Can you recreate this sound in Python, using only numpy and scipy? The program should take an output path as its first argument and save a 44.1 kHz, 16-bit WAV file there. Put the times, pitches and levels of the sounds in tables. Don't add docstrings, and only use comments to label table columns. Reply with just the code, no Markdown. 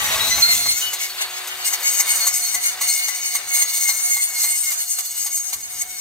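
import sys
import numpy as np
from scipy import signal
from scipy.fft import rfft, irfft, next_fast_len
from scipy.io import wavfile
from scipy.ndimage import uniform_filter1d

SR = 44100
rng = np.random.default_rng(int(sys.argv[2]) if len(sys.argv) > 2 else 0)


def volts(x):
    e = np.asarray(x, float) / 20
    return 10 ** e


def wav_record(signal):
    frames = np.transpose(np.atleast_2d(signal))
    bounded = np.clip(frames, -1, 1)
    quanta = np.round(bounded * 32767).astype(np.int16)
    wavfile.write(sys.argv[1], SR, quanta)


N = 264849
T = np.arange(N) / SR
PAD = next_fast_len(N + SR // 3)
HZ = np.arange(PAD // 2 + 1) * SR / PAD + 1e-9


def unit(x):
    return x / np.sqrt(np.mean(x ** 2))


def curves(table):
    s, *columns = np.transpose(table)
    return [np.interp(T, s, column) for column in columns]


def gains(table):
    hz, db = np.transpose(table)
    return volts(np.interp(np.log(HZ), np.log(hz), db))


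def through(x, response):
    return irfft(rfft(x, PAD) * response, PAD)[..., :N]


def resonance(hz, width_hz):
    return 1j * HZ * width_hz / (hz ** 2 - HZ ** 2 + 1j * HZ * width_hz)


def band(lo_hz, hi_hz, order=8):
    low_cut = 1 + np.minimum(lo_hz / HZ, 9) ** (2 * order)
    high_cut = 1 + (HZ / hi_hz) ** (2 * order)
    return 1 / np.sqrt(low_cut * high_cut)


def walk(rate):
    hold = int(SR / rate)
    steps = np.repeat(rng.standard_normal(N // hold + 1), hold)
    slewed = uniform_filter1d(uniform_filter1d(steps, hold), hold)
    return unit(slewed[:N])


def bump(at_s, width_s):
    return np.exp(-.5 * ((T - at_s) / width_s) ** 2)


def clicks(at_s, size):
    place, out = at_s * SR, np.zeros(N + 32)
    for k in range(-7, 9):
        i = np.floor(place).astype(int) + k
        window = np.cos(np.pi * (i - place) / 16) ** 2
        np.add.at(out, np.clip(i, 0, N + 31), size * np.sinc(i - place) * window)
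    return out[:N]


# (t/s, whirr level/dB, shaft tone level/dB)
MOTOR = [(0.0, -30.5, -85), (0.35, -30.5, -66), (0.7, -42.5, -61), (.8, -42.5, -57), (1.0, -40.5, -53),
         (1.4, -37, -51.5), (1.72, -35, -51), (1.95, -35.5, -53), (2.1, -36, -55), (2.4, -40.5, -58.5),
         (3.76, -41, -59.5), (4.85, -47.5, -68), (6.01, -48, -63)]
# (f/Hz, level/dB per Hz)
WHIRR = [(88, -70), (150, -25), (328, -25.5), (361, -21.5), (398, -15), (578, -10.5), (716, -5.5),
         (1660, -3.5), (2270, -3.5), (3840, -2), (5910, -17.5), (7920, -11.5), (16000, -18)]
# (multiple of shaft rate, level/dB)
GEAR = [
    (2, 10),
    (4, 2),
    (8, 1),
    (10.2, 2),
]


def motor(group_hz):
    whirr_db, shaft_db = curves(MOTOR)
    turn = np.pi * np.cumsum(group_hz * (1 + 0.00037 * walk(24.7))) / SR
    tones = volts(shaft_db + 1.5 * walk(3.76)) * np.sin(turn)
    for multiple, db in GEAR:
        level_db = np.minimum(whirr_db, -42.0) - 16.5 + db + 3.54 * walk(20)
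        tones = tones + volts(level_db) * np.sin(multiple * turn + 0.54 * walk(40))
    crackle = volts(2.4 * rng.standard_normal(N)) * rng.standard_normal(N)
    whirr = through(crackle, gains(WHIRR))
    low = through(whirr, band(400, 2290))
    return tones + volts(whirr_db + 1.96 * walk(14)) * whirr / np.std(low)


# (t/s, whine level/dB, freedom level/dB)
FEED = [(0.0, -27, -3.5), (0.25, -28.5, 1), (0.42, -25, -1), (0.78, -28, -5.5), (0.9, -33, 2.5),
        (1.15, -41, 4), (1.6, -42.5, 4.5), (1.72, -30, -4.5), (1.87, -25, -3.5), (2.5, -26, -8),
        (2.95, -26.5, -5.5), (3.2, -30.5, -2), (3.6, -25, -6.5), (4.2, -23, -13), (4.6, -26, -12.5),
        (5.45, -29.5, -11), (5.62, -35, -9.5), (6.01, -33.5, -10.5)]


def feed():
    return curves(FEED)


# (f/Hz, width/Hz, level/dB)
BITE = [(2900, 100, -14), (3740, 160, -10), (4245, 48, 0.5), (5050, 170, -8), (6000, 180, -4),
        (6560, 135, -3.5), (7066, 200, 2), (8100, 85, 7), (8610, 174, 3), (11350, 150, -3.5),
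        (12440, 530, 1), (14150, 500, 11), (15050, 350, 10)]
# (f/Hz, level/dB per Hz)
SCRAPE = [(590, -47), (1000, -21), (1730, -27.5), (2100, -1.5), (2500, -13), (4260, -6.5), (5440, -11),
          (6470, 3.5), (7530, -6), (8450, 2), (9830, -9), (13100, 9.5), (16000, -40)]
SET_DB = (8, 0, -1)


def teeth(group_hz, jitter=0.054, wear_db=0.5, chip_db=2.5, scrape_db=-2.5, skirt_db=-11.0):
    loop_teeth = 592
    count = np.cumsum(3 * group_hz) / SR
    n = np.arange(int(count[-1]))
    chance, wear = rng.standard_normal((len(n), 2)), rng.standard_normal(loop_teeth)
    size_db = np.array(SET_DB)[n % 3] + wear_db * wear[n % loop_teeth] + chip_db * chance[:, 0]
    at_s = np.interp(n + .5 + jitter * chance[:, 1], count, T)
    body = volts(skirt_db) + sum(volts(db) * resonance(hz, width) for hz, width, db in BITE)
    strikes = unit(through(clicks(at_s, volts(size_db)), body))
    tooth_now = np.minimum(count.astype(int), len(n) - 1)
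    tearing = volts(size_db[tooth_now]) * rng.standard_normal(N)
    return strikes + volts(scrape_db) * unit(through(tearing, gains(SCRAPE)))


def steel(x):
    t60_s, share = .11, .8
    tail = np.arange(SR // 5) / SR
    ring = rng.standard_normal((2, len(tail))) * volts(-60 * tail / t60_s)
    ring = ring / np.sqrt(np.sum(ring ** 2, axis=1, keepdims=True))
    ring = through(x, rfft(ring, PAD))
    shift = np.pi * T / 2 + .5 * walk(1.947)
    return np.sqrt(1 - share ** 2) * x + share * (np.cos(shift) * ring[0] + np.sin(shift) * ring[1])


CUT_EDGES_HZ = (1600, 2600, 5400, 9800)
# (level/dB, share of rail freedom, share of quick pressure changes)
REGISTERS = [
    (-9.5, 0.97, 0.8),
    (-1.16, 0.83, 0.41),
    (0.02, 0.011, 0.94),
    (-3, 0.37, 0.79),
]


def cut(group_hz, feed_db, free_db, jolt_db):
    bite, edges = steel(teeth(group_hz)), (*CUT_EDGES_HZ, SR)
    shared_db = 1.5 * walk(45)
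    mix = np.zeros(N)
    for lo, hi, (db, free, quick) in zip(edges, edges[1:], REGISTERS):
        level_db = feed_db + db + free * free_db + quick * jolt_db
        register = unit(through(bite, band(lo, hi)))
        mix = mix + volts(level_db + shared_db + 1.2 * walk(30)) * register
    return mix


# (level/dB re whine, share of rail freedom, patchiness level/dB)
SING_DB = [
    (-18.5, 0.3, 3),
    (-17.5, 0.4, 7),
    (-16, 0.13, 6),
    (-17.5, 0.096, 6),
]
# (t/s,
# length/s, group harmonic, level/dB)
SQUEAL = [(0.107, 0.32, 1, -39), (0.308, 0.033, 3, -23.5), (0.408, 0.058, 2, -32), (.42, 0.054, 6, -12.5),
          (0.81, 0.12, 4, -28), (1.0, 0.081, 3, -31), (1.89, 0.043, 4, -36), (2.1, 0.078, 4, -31),
          (4.4, 0.17, 3, -32), (4.633, 0.089, 3, -29.5), (0.0, 0.17, 3, -33), (.18, 0.054, 3, -30.5),
          (.45, 0.12, 3, -28.5), (.63, 0.095, 3, -35), (1.66, .04, 3, -33), (1.725, 0.029, 3, -31),
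          (1.84, 0.036, 3, -34), (2.07, 0.082, 3, -31.5), (2.9, 0.11, 3, -33.5), (5.1, 0.066, 3, -55),
          (5.24, 0.098, 3, -50), (5.8, 0.23, 3, -46.5), (.3, 0.066, 9, -22), (.5, .06, 12, -25),
          (.6, 0.12, 12, -34), (3.28, 0.11, 12, -35), (5.15, .12, 9, -51), (2.62, 0.057, 9, -44),
          (.35, 0.065, 1, -43), (.482, 0.032, 1, -32), (.53, 0.022, 1, -40), (.575, .05, 1, -41),
          (.47, 0.18, 2, -44), (.76, 0.038, 2, -44), (.82, 0.11, 2, -49), (.49, 0.075, 4, -34),
          (.42, .07, 5, -38), (.55, .1, 5, -34), (.71, 0.06, 6, -35), (.75, 0.045, 3, -37),
          (3.94, 0.16, 3, -35.5), (4.28, 0.12, 3, -41.5),
          (0.203, 0.086, 6, -23), (0.306, 0.052, 6, -19.5), (0.48, 0.07, 6, -19.5), (0.603, 0.21, 6, -39),
        (0.383, 0.049, 9, -20.5), (1.087, .22, 6, -38), (1.651, 0.038, 12, -24), (1.94, 0.031, 6, -28),
        (2.075, 0.11, 6, -36), (2.09, 0.071, 12, -23.5), (2.203, 0.088, 6, -23.5), (2.42, 0.093, 6, -32),
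        (2.434, 0.078, 9, -27), (2.849, 0.051, 9, -43), (2.875, 0.11, 12, -45), (3.504, 0.13, 3, -35),
        (3.528, 0.14, 9, -25), (3.529, 0.1, 12, -23), (3.736, 0.11, 12, -32), (3.852, 0.0695, 3, -26.5),
        (3.899, 0.37, 12, -27.5), (4.014, 0.06, 9, -39), (4.107, 0.11, 3, -29), (4.449, 0.2, 12, -27),
        (4.495, 0.11, 9, -47), (4.884, 0.08, 12, -28), (4.903, 0.16, 9, -37), (5.299, 0.068, 12, -47),
        (5.302, 0.19, 9, -29.5)]


def sing(group_hz, whine_db, free_db, rasp=.3):
    swell_s = .014
    turn = 2 * np.pi * np.cumsum(group_hz) / SR
    slip, quick_slip = .4 * walk(70), rasp * walk(220)
    tone = {}
    for h in (1, 2, 3, 4, 5, 6, 9, 12):
        tone[h] = np.sin(h * (turn + slip / 3) + max(h / 3 - 1, 0) * quick_slip)
    tones = np.zeros(N)
    for k, (db, free, patchy_db) in enumerate(SING_DB):
        level_db = whine_db + db + free * free_db + patchy_db * walk(50) + 2.4 * walk(16)
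        tones = tones + volts(level_db) * np.sqrt(2) * tone[3 * k + 3]
    flutter = [volts(2.6 * walk(50.6)) for _ in range(4)]
    for k, (s, length, harmonic, db) in enumerate(SQUEAL):
        swell = np.clip(np.minimum(T - s, s + length - T) / swell_s + .3, 0, 1)
        tones = tones + swell * volts(db) * flutter[k % len(flutter)] * tone[round(harmonic)]
    return tones


# (f/Hz, level/dB, t60/s)
THUMP = [(700, -19.5, 0.088), (863, -1, 0.045), (1117, 4, 0.17), (1510, -13, 0.025)]


def rattle():
    settles_s, settle_db_per_s = 0.27, 100
    level_db = -34 - settle_db_per_s * np.maximum(T - settles_s, 0)
    modes = sum(volts(db) * resonance(hz, 75.0) for hz, db, _ in THUMP)
    return volts(level_db + 2.0 * walk(37)) * unit(through(rng.standard_normal(N), modes))


# (t/s, length/s, f/Hz, level/dB)
WHISTLE = [
    (.02, .27, 1110, -38.5),
    (.21, .2, 4170, -29),
    (.37, .04, 2245, -27),
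    (.71, .06, 3600, -38),
    (.49, .05, 2330, -39),
    (.53, .06, 4140, -28),
    (.6, .17, 4210, -35),
    (.92, .06, 4190, -34),
    (.03, .08, 2150, -36),
    (.02, .1, 1890, -34),
]


def whistle():
    waver, flutter_db = 1.1 * walk(60), 2.4 * walk(43.6)
    mix = np.zeros(N)
    for s, length, hz, db in WHISTLE:
        swell = np.clip(np.minimum(T - s, s + length - T) / .012, 0, 1)
        mix = mix + swell * volts(db + flutter_db) * np.sin(2 * np.pi * hz * T + waver)
    return mix


# (t/s, half width/s, level/dB)
GUSTS = [(.2, 0.23, -40.5), (.39, 0.021, -45), (.5, 0.0065, -55), (.543, 0.0065, -44), (.6, 0.053, -41),
         (.68, 0.041, -49), (.74, .005, -50), (.9, 0.074, -66), (2.3, 0.19, -65), (2.56, 0.015, -56),
         (2.83, .06, -62), (3.6, .2, -65.5), (4.151, 0.03, -58), (4.5, 0.079, -68), (5.6, 0.052, -58),
         (5.78, 0.031, -62), (5.921, 0.069, -65)]
# (f/Hz, level/dB per Hz)
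GUST = [(12, -44), (24, -40), (59, 2), (206, -5.5), (375, -10.5), (445, -9.5), (600, -19), (780, -46),
        (1320, -120)]


def wind():
    breeze_db = -65
    gust = volts(breeze_db) + sum(volts(db) * bump(s, width) for s, width, db in GUSTS)
    sides = []
    for side in (1, -1):
        rumble = unit(through(rng.standard_normal(N), gains(GUST)))
        sides.append(gust * volts(3.0 + 0.89 * side + 2.8 * walk(21.99)) * rumble)
    return np.array(sides)


# (t/s, thump level/dB, scrape level/dB, ring level/dB, level/dB of the hop after it)
WELD = [(0.379, -19.5, -38.5, -55, -.5), (0.658, -25.5, -29.5, -38, -1.28), (0.929, -29, -27.5, -58, -4),
        (1.209, -30.5, -33, -38.5, -1.43), (1.471, -49, -33.5, -56, -1.14), (1.728, -28, -27, -35, -6.5),
        (1.996, -24.5, -21, -36, -9), (2.267, -27, -21.5, -36, -7), (2.542, -28, -24, -29, -8.5),
        (2.81, -27, -25.5, -29.5, -8), (3.08, -30, -27, -28, -4), (3.349, -29, -25, -35.5, -2.5),
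        (3.617, -32.5, -24.5, -32, -7), (3.889, -29, -24.5, -47, -2), (4.164, -33, -29.5, -35, -0.64),
        (4.437, -30, -26, -36, -0.7), (4.713, -34.5, -29, -50, -5.5), (4.984, -33.5, -28.5, -50, -7),
        (5.26, -34, -27.5, -52, -5), (5.527, -33.5, -27, -61, -5), (5.809, -47, -34.5, -63, -3)]


def weld(drag, knock_s=0.014, grind=0.22):
    ring_hz, ring_t60_s = 2013, 0.26
    at_s, thump_db, _, ring_db, _ = np.transpose(WELD)
    knocks = clicks(at_s, volts(thump_db))
    fading = 1 / (1 - np.exp(-1 / (knock_s * SR) - 2j * np.pi * HZ / SR))
    contact = through(knocks, fading)
    modes = sum(volts(db) * resonance(hz, 6.3 / t60) for hz, db, t60 in THUMP)
    thump = through(knocks + grind * contact * rng.standard_normal(N), modes)
    colour = gains(SCRAPE) * band(500, 6240, order=2)
    scrape = drag * unit(through(rng.standard_normal(N), colour))
    ring = through(clicks(at_s + .006, volts(ring_db)), resonance(ring_hz, 1.83 / ring_t60_s))
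    return volts(28.5) * thump + volts(5.0) * scrape + volts(62.0) * ring


def seam_drag(rise_s=0.00276, drag_s=0.013):
    return sum(volts(db) * bump(s + 0.00542, np.where(T < s + .003, rise_s, drag_s)) for s, _, db, *_ in WELD)


def seam_sag():
    slows_s, recovers_s = .035, .07
    dips = sum(bump(row[0], np.where(T < row[0], slows_s, recovers_s)) for row in WELD)
    return 11 * bump(4.15, .55) * dips


# (t/s, half width/s, level/dB)
PRESS = [(.43, 0.01798, 4), (.53, 0.018, 3), (0.87, 0.029, -3), (1.037, 0.024, 7), (1.669, 0.021, 12),
         (1.802, 0.026, -9), (2.11, 0.015, 2.5), (2.19, 0.012, -5), (2.389, 0.02, -2.5), (2.511, 0.016, -6),
         (2.659, 0.024, 1.5), (2.768, 0.027, -19), (2.898, 0.024, 5.5), (3.03, 0.027, -3.5),
         (3.44, 0.042, -12.5), (3.56, 0.022, 4), (3.701, 0.043, -3), (4.03, 0.031, -3),
         (4.309, 0.028, -5.5), (4.41, 0.029, 3), (4.85, 0.022, -5.5), (4.919, .03, 1.5), (5.13, 0.031, -2),
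         (5.371, 0.012, 3), (5.41, 0.013, -2), (5.691, 0.015, -5), (5.73, .012, 1.5), (5.92, 0.028, -4),
         (1.869, .012, -2), (2.02, 0.011, -3), (2.155, 0.011, 3), (2.7, 0.021, -4), (2.795, 0.0077, -6),
         (3.105, 0.0089, 3.5), (3.136, .015, -4), (3.895, 0.014, 3), (4.2, 0.019, -3), (4.34, 0.014, 2.5),
         (4.43, .01, 3.5), (4.479, .02, 4), (4.59, .015, -3.5), (4.65, 0.013, 4), (5.845, .012, -3),
         (5.98, .02, -1)]
# (t/s, level/dB)
CATCH = [(1.645, 3), (1.728, 7), (1.831, 5), (2.328, 3), (2.424, 3), (2.638, 2.5), (2.813, 3), (2.874, 3.5),
         (3.478, 2), (3.541, 2.5), (3.769, 3), (4.546, 2.5), (5.32, 3), (5.603, 3.5), (5.717, 2.5),
         (5.812, 5)]


def jolts(feed_db, drag):
    catch_rise_s, catch_fall_s = 0.0014, .02
    hop_after_s, hop_width_s, seam_load_db = 0.05456, .014, 1.5
    hands = sum(db * bump(s, width) for s, width, db in PRESS)
    hands = hands + sum(db * bump(s, np.where(T < s, catch_rise_s, catch_fall_s)) for s, db in CATCH)
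    hops = sum(row[-1] * bump(row[0] + hop_after_s, hop_width_s) for row in WELD)
    shove = uniform_filter1d(drag, SR // 150) * volts(seam_load_db - feed_db - hands)
    return hands + hops + 10 * np.log10(1 + shove ** 2)


# (t/s, f/Hz)
SPEED = [(0, 643), (.26, 650), (.31, 672), (.48, 709), (.55, 694), (.62, 706), (.76, 717), (.8, 737),
         (1.5, 731), (1.72, 729), (2.3, 726), (2.45, 720), (2.75, 727), (3.0, 722), (3.2, 732), (3.6, 725),
         (4.6, 720), (6.01, 730)]


def blade_speed(jolt_db):
    sag_hz_per_db, sag_s = 1.32, 0.038
    load_db = uniform_filter1d(np.clip(jolt_db, -8, 12), int(sag_s * SR))
    return curves(SPEED)[0] - sag_hz_per_db * load_db - seam_sag()


# (f/Hz, width/Hz, depth 0-1, share of f it sways)
NULLS = [(2570, 260, .72, .03), (3270, 380, .85, .03), (3900, 240, .8, .025), (4800, 120, .45, .01),
         (5440, 220, .9, .005), (10000, 600, .65, .01)]


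def hollow(saw):
    far_share, crouch_s, crouch_length_s = .38, 1.2, .7
    hollowed = []
    for way in (-1, 1):
        dips = [1 - depth * resonance(hz * (1 + way * share), width) for hz, width, depth, share in NULLS]
        hollowed.append(np.prod(dips, axis=0))
    low, high = through(saw, np.array(hollowed))
    sway = .5 + .5 * np.tanh(walk(5))
    near = far_share + (1 - far_share) * np.clip((T - crouch_s) / crouch_length_s, 0, 1)
    return saw + near * (low + sway * (high - low) - saw)


# (f/Hz, side minus mid level/dB)
SIDE_DB = [(60, -3), (200, -15), (380, -14), (700, -1), (1300, 0.5), (2400, 4), (8000, 2.4), (10300, 7.5),
           (11500, 3.5), (13500, -12), (16000, -15)]
# (f/Hz, share of the side that is echo)
SCATTER = [(100, .9), (1000, .93), (4000, .88), (14000, .88)]


def ports(x, pan_db=2, scatter_t60_s=0.026):
    side_gain = gains(SIDE_DB) * volts(-2.0)
    hz, echo_share = np.transpose(SCATTER)
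    share = np.clip(np.interp(np.log(HZ), np.log(hz), echo_share), 0, 1)
    tail = np.arange(SR // 16) / SR
    echo = rfft(rng.standard_normal((3, len(tail))) * volts(-60 * tail / scatter_t60_s), PAD)
    echo = echo / np.abs(echo) ** .7 / np.mean(np.abs(echo) ** .3)
    paths = through(x, echo * side_gain * share)
    side = through(x, 1j * side_gain * np.sqrt(1 - share ** 2))
    side = side + sum(walk(30) * path for path in paths) / np.sqrt(3)
    return np.array([x + side, x - side]) * volts(np.array([[pan_db], [-pan_db]]) / 2)


def scene():
    feed_db, free_db = feed()
    drag = seam_drag()
    jolt_db = jolts(feed_db, drag)
    group_hz = blade_speed(jolt_db)
    blade = cut(group_hz, feed_db, free_db, jolt_db) + sing(group_hz, feed_db + jolt_db, free_db)
    blade = blade + rattle() + whistle() + weld(drag)
    saw = motor(group_hz) + blade
    return ports(hollow(saw)) + wind()


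def band_limit(x):
    return signal.sosfilt(signal.butter(12, 16680, fs=SR, output="sos"), x)


def record(dry):
    top_hz = 15770
    rounded = np.tanh(0.74 * dry) / 0.91
    finished = through(rounded, HZ < top_hz)
    return band_limit(finished)


dry = scene()
out = record(dry)
wav_record(out)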